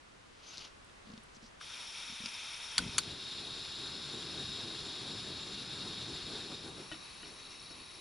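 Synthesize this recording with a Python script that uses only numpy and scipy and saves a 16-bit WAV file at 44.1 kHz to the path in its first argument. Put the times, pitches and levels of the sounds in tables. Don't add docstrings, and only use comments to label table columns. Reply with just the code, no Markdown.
import sys
import numpy as np
from scipy import signal
from scipy.fft import rfft, irfft
from scipy.io import wavfile
from scipy.ndimage import uniform_filter1d

SR = 44100
rng = np.random.default_rng(int(sys.argv[2]) if len(sys.argv) > 2 else 0)


def transcribe(signal):
    frames = np.atleast_2d(signal).T
    limited = np.clip(frames, -1, 1)
    pcm = np.round(limited * 32767).astype(np.int16)
    wavfile.write(sys.argv[1], SR, pcm)


N = 353108
TIME_S, BIN_HZ = np.arange(N) / SR, np.arange(N // 2 + 1) * SR / N

# freq_hz, density_db
FIELD_SPECTRUM = [(15, -14), (25, -4.5), (197, -10), (241, -8.5), (311, -9.5), (531, -9), (603, -10),
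                  (862, -12), (1060, -9.5), (3870, -19), (11000, -30.5), (14300, -59), (22000, -120)]
# freq_hz, correlation
FIELD_CORRELATION = [(60, 0.89), (130, 0.51), (270, -0.054), (570, -0.53), (1210, -0.16), (2570, -0.0068),
                     (5450, 0.35), (11600, 0.12)]
# freq_hz, density_db
CLOTH_SPECTRUM = [(880, -9.5), (1500, -6), (1730, -17), (2600, -2.5), (4660, -3.5), (6240, -7), (8490, -29),
                  (11000, -17.5), (14300, -49), (22000, -120)]
# time_s, pitch_hz, level_db
CLOTH_SQUEAK = [(.465, 6400, -66), (.478, 6050, -55.5), (.497, 6400, -52.5), (.512, 6250, -55.5),
                (.524, 5800, -57.5), (.53, 5700, -68)]
# start_s, peak_db, centre_hz, t60_s
SMALL_TICKS = [(.5506, -41, 4500, .03), (0.573, -34, 4400, .01), (0.5808, -30.5, 4370, 0.0067),
               (.578, -50, 330, .03), (.592, -38, 4000, .01), (.62, -42, 2700, 0.012),
               (.845, -52, 10400, .02), (.898, -53, 3700, 0.014), (1.2336, -50, 9800, .02),
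               (1.3633, -48, 4970, .02), (1.609, -38.5, 1380, 0.036)]
# start_s, hold_s, level_db, centre_hz
FINGER_SCRAPES = [(1.06, 0.12, -69, 4000), (1.35, .015, -64, 5600), (1.437, 0.031, -62, 5270)]
# start_s, thump_peak_db, tick_peak_db
KNOB_SLIPS = [(1.072, -46, -51), (1.09, -51, -56), (1.101, -42.5, -48), (1.118, -48, -49),
              (1.137, -41.5, -48), (1.177, -45.5, -42), (1.369, -50, -52), (1.428, -50, -54),
              (1.441, -55, -52), (2.098, -48, -50), (2.124, -48, -50), (2.204, -44.5, -50),
              (2.238, -41.5, -48), (2.259, -42, -26)]
# freq_hz, gain_db, t60_s
STOVE_MODES = [(221, 7, .07), (464, -9, 0.052)]
# time_s, level_db
JET_LEVEL = [(1.598, -66), (1.612, -51), (1.68, -48.5), (1.8, -46), (2.7, -45), (3.1, -45.5), (3.37, -44),
             (4.76, -43.5), (5.65, -44.5), (6.35, -43.5), (6.52, -45.5), (6.69, -51), (8.01, -52)]
# centre_hz, width_hz, gain_db
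COLD_HOLLOWS = [(936, 140, -8), (1380, 290, -7.5), (1760, 770, -15.5), (2480, 490, -1.5), (3260, 230, 0.5),
                (3670, 215, 2), (4320, 410, -6.5), (4940, 190, -4), (5504, 123, 3), (5800, 93, -6),
                (6220, 220, -7), (7050, 160, -15), (7380, 210, -13), (8200, 500, -25), (9070, 600, -12.5),
                (10200, 220, -12), (10720, 350, -11)]
LIT_HOLLOWS = [(1050, 500, -16.5), (1535, 480, -13.5), (2480, 440, -13.5), (2796, 56, -7.5),
               (3340, 156, -6.5), (3742, 290, 1), (3980, 420, -11), (4300, 360, -4.5), (5177, 330, -6.5),
               (5850, 130, -14), (6200, 250, -24), (6700, 580, -30), (7273, 87, -9.5), (8000, 1000, -49),
               (9500, 430, -34), (9420, 330, -19.5), (10030, 160, -18), (10700, 430, -25.5)]
COVERED_HOLLOWS = [(1080, 420, -8.5), (1750, 120, -22), (2550, 660, -6), (3330, 240, -11.5), (3860, 210, 2),
                   (4380, 110, 1), (4900, 180, -9), (5490, 92, 0.5), (6120, 170, -8), (7330, 150, -13),
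                   (6840, 500, -24), (8000, 500, -27), (9230, 300, -11), (10260, 380, -9),
                   (10800, 200, -20)]
# start_s, peak_db, rattle_s, tilt_db_per_octave
IGNITER_SNAPS = [(2.7803, -9, 0.0046, 2.5), (2.7886, -22, 0.0015, -7), (2.9807, -25, 0.0013, 4),
                 (2.9823, -8, 0.0012, 18.5), (2.986, -16, 0.004, 1)]
# freq_hz, gain_db, t60_s
IGNITER_MODES = [(1496, -2.5, 0.027), (2720, -1, 0.0058), (3460, 0, 0.0088), (4500, 12, 0.0057),
                 (6070, 3, 0.0036), (7200, 2, 0.0036), (8300, -5, 0.0034), (9200, -6, 0.0025),
                 (10230, -7.5, 0.0058)]
# start_s, hold_s, roar_db, puff_db
FLARE_UPS = [(2.799, 0.096, -48, -42.5), (3.055, 0.079, -49.5, -54), (4.137, 0.017, -51.5, -62),
             (6.517, 0.027, -47.5, -62), (6.64, 0.047, -45.5, -65), (6.772, 0.032, -46.5, -66),
             (7.237, 0.095, -57.5, -68), (7.713, 0.1, -56, -72)]
# time_s, level_db
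FLAME_LEVEL = [(2.9, -62), (2.95, -48.5), (3.2, -57.5), (3.56, -52.5), (3.65, -60), (3.8, -51.5),
               (4.5, -51), (4.87, -51.5), (5.3, -50), (5.9, -50), (6.35, -49.5), (6.8, -54.5), (7.0, -64),
               (8.01, -64.5)]
# freq_hz, density_db
ROAR_SPECTRUM = [(25, -28), (60, -5.5), (130, 1), (250, -3), (400, -1), (520, -12), (700, -13.5),
                 (1200, -16.5), (2500, -30)]
PUFF_SPECTRUM = [(20, -17), (50, -2), (110, 2), (170, 0.5), (320, -10), (600, -41)]
# start_s, peak_db
KETTLE_CONTACTS = [(6.9158, -32), (6.922, -33.5), (6.931, -37), (6.942, -41), (7.231, -39), (7.258, -44),
                   (7.708, -41.5), (7.8, -45)]
# freq_hz, gain_db, t60_s
KETTLE_MODES = [(320, -5.5, 0.12), (690, -6, 0.041), (1110, -14, .02), (1465, -3, 0.032), (1880, -1, 0.022),
                (2290, -10, 0.011), (2650, 0, 0.017), (2990, 0, 0.028), (3530, 3.5, .012),
                (4300, -12, .008), (5200, -17, .006)]
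# freq_hz, left_minus_right_db
NEAR_BALANCE = [(60, 1.1), (350, 0.5), (1100, 2), (3600, 0.6), (6400, 3), (11000, 1)]
# freq_hz, gain_db
GROUND_SCATTER = [(60, -28.5), (500, -20), (2500, -22), (6000, -14.5), (11000, -12)]

LIGHTING_SPAN_S, COVERING_SPAN_S = (2.84, 3.14), (6.56, 6.9)


def undb(db):
    return 10 ** (np.asarray(db) / 20)


def per_sample(table):
    time_s, *columns = np.transpose(table)
    return [np.interp(TIME_S, time_s, column, left=-120., right=-120.) for column in columns]


def per_bin(table):
    freq_hz, value = np.transpose(table)
    return np.interp(np.log(BIN_HZ + 1), np.log(freq_hz), value)


def colour(x, bin_gain):
    return irfft(rfft(x) * bin_gain, N)


def noise(bin_gain):
    x = colour(rng.standard_normal(N), bin_gain)
    return x / x.std()


def wander(rate_hz):
    hold = int(SR / rate_hz)
    steps = np.repeat(rng.standard_normal(N // hold + 1), hold)
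    return 1.3 * uniform_filter1d(uniform_filter1d(steps, hold), hold)[:N]


def ramp(span_s):
    return np.interp(TIME_S, span_s, (0, 1))


def swell(start_s, hold_s, level_db, attack_s, release_s):
    t = TIME_S - start_s
    return undb(level_db + 20 * np.minimum(0, np.minimum(t / attack_s, (hold_s - t) / release_s)))


def add(out, start_s, sound, peak_db):
    i = int(start_s * SR)
    out[i:i + len(sound)] += undb(peak_db) * sound / np.abs(sound).max()


def tick(centre_hz, t60_s, edge_ratio=1.24):
    t = np.arange(4000) / SR
    edges_hz = centre_hz / edge_ratio, min(edge_ratio * centre_hz, .45 * SR)
    band = signal.butter(2, edges_hz, "band", fs=SR, output="sos")
    return signal.sosfilt(band, rng.standard_normal(len(t)) * 1000. ** (-t / t60_s))


def ring(modes, rattle_s=0.00034, tilt_db_per_octave=0., impact=3.):
    t = np.arange(6000) / SR
    tones = 0
    for freq_hz, gain_db, t60_s in modes:
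        gain = undb(gain_db + tilt_db_per_octave * np.log2(freq_hz / 4000))
        tones += gain * np.sin(2 * np.pi * freq_hz * t) * 1000. ** (-t / t60_s)
    contact = rng.standard_normal(len(t)) * np.exp(-t / rattle_s)
    contact[0] = impact
    return signal.fftconvolve(tones, contact)[:len(t)]


def field(level_db=-60.5):
    correlation, gain = per_bin(FIELD_CORRELATION), undb(per_bin(FIELD_SPECTRUM))
    mid = colour(rng.standard_normal(N), gain * np.sqrt(1 + correlation))
    side = colour(rng.standard_normal(N), gain * np.sqrt(1 - correlation))
    return undb(level_db + wander(2.35)) * np.array([mid + side, mid - side]) / mid.std()


def sleeve():
    pitch_hz, level_db = per_sample(CLOTH_SQUEAK)
    squeak = undb(level_db + 2.9 * wander(148)) * np.sin(2 * np.pi * np.cumsum(pitch_hz) / SR)
    swish = swell(start_s=0.49, hold_s=.16, level_db=-52.5, attack_s=0.16, release_s=0.095)
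    grain = undb(1.6 * wander(120.4))
    return swish * grain * noise(undb(per_bin(CLOTH_SPECTRUM))) + squeak


def small_ticks():
    out = np.zeros(N)
    for start_s, peak_db, centre_hz, t60_s in SMALL_TICKS:
        add(out, start_s, tick(centre_hz, t60_s), peak_db)
    return out


def fingers():
    grain, out = undb(3 * wander(200)), np.zeros(N)
    for start_s, hold_s, level_db, centre_hz in FINGER_SCRAPES:
        band = noise(1 / (1 + ((BIN_HZ - centre_hz) / (0.22 * centre_hz)) ** 2))
        out += swell(start_s, hold_s, level_db, attack_s=.03, release_s=.04) * band
    return grain * out


def knob():
    out = np.zeros(N)
    for start_s, thump_db, tick_db in KNOB_SLIPS:
        add(out, start_s, ring(STOVE_MODES), thump_db)
        add(out, start_s, tick(centre_hz=3700, t60_s=.02, edge_ratio=1.4), tick_db)
    return out


def burner(hollows, flicker_db=.9):
    out = np.zeros(N)
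    for centre_hz, width_hz, gain_db in hollows:
        resonance = undb(gain_db) / (1 + (2 * (BIN_HZ - centre_hz) / width_hz) ** 2) ** 0.6
        out += undb(flicker_db * wander(24)) * colour(rng.standard_normal(N), resonance)
    return out / out.std()


def gas_jet():
    lit, covered = ramp(LIGHTING_SPAN_S), ramp(COVERING_SPAN_S)
    hiss = (np.sqrt(1 - lit) * burner(COLD_HOLLOWS)
            + np.sqrt(lit - covered) * burner(LIT_HOLLOWS)
            + np.sqrt(covered) * burner(COVERED_HOLLOWS))
    return undb(per_sample(JET_LEVEL)[0] + .6 * wander(60)) * hiss


def igniter(low_cut_hz=950):
    out = np.zeros(N)
    low_cut = signal.butter(5, low_cut_hz, "high", fs=SR, output="sos")
    for start_s, peak_db, rattle_s, tilt_db_per_octave in IGNITER_SNAPS:
        snap = ring(IGNITER_MODES, rattle_s, tilt_db_per_octave)
        add(out, start_s, signal.sosfilt(low_cut, snap), peak_db)
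    return out


def flame(split_hz=180, covered_bass_db=-1, attack_s=0.028, release_s=0.026):
    burn = noise(undb(per_bin(ROAR_SPECTRUM)))
    roar = colour(burn, 1 / (1 + (split_hz / (BIN_HZ + 1)) ** 4))
    rumble = burn - roar
    steady_gain = undb(per_sample(FLAME_LEVEL)[0])
    roar_power, puff_gain = steady_gain ** 2, np.zeros(N)
    for start_s, hold_s, roar_db, puff_db in FLARE_UPS:
        roar_power += swell(start_s, hold_s, roar_db, attack_s, release_s) ** 2
        puff_gain += swell(start_s, hold_s, puff_db, attack_s, release_s)
    rumble_gain = steady_gain * undb(covered_bass_db * ramp(COVERING_SPAN_S))
    flutter = lambda: undb(1.6 * wander(16) + 1.8 * wander(30))
    return (rumble_gain * flutter() * rumble
            + np.sqrt(roar_power) * flutter() * roar
            + puff_gain * noise(undb(per_bin(PUFF_SPECTRUM))))


def kettle():
    out = np.zeros(N)
    for start_s, peak_db in KETTLE_CONTACTS:
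        add(out, start_s, ring(KETTLE_MODES, rattle_s=0.0038, impact=5.), peak_db)
    return out


def spread(near):
    tail = rng.standard_normal(4000) * np.exp(-np.arange(4000) / 700)
    side = colour(near, undb(per_bin(GROUND_SCATTER)) * rfft(tail / np.linalg.norm(tail), N))
    pan = undb(per_bin(NEAR_BALANCE) / 2)
    return np.array([colour(near, pan) + side, colour(near, 1 / pan) - side])


def scene():
    far = field()
    near = sleeve() + small_ticks() + fingers() + knob() + gas_jet() + igniter() + flame() + kettle()
    return far + spread(near)


def record(dry):
    cutoff_hz = 11030
    return signal.sosfilt(signal.ellip(12, .3, 60, cutoff_hz, fs=SR, output="sos"), dry)


dry = scene()
out = record(dry)
transcribe(out)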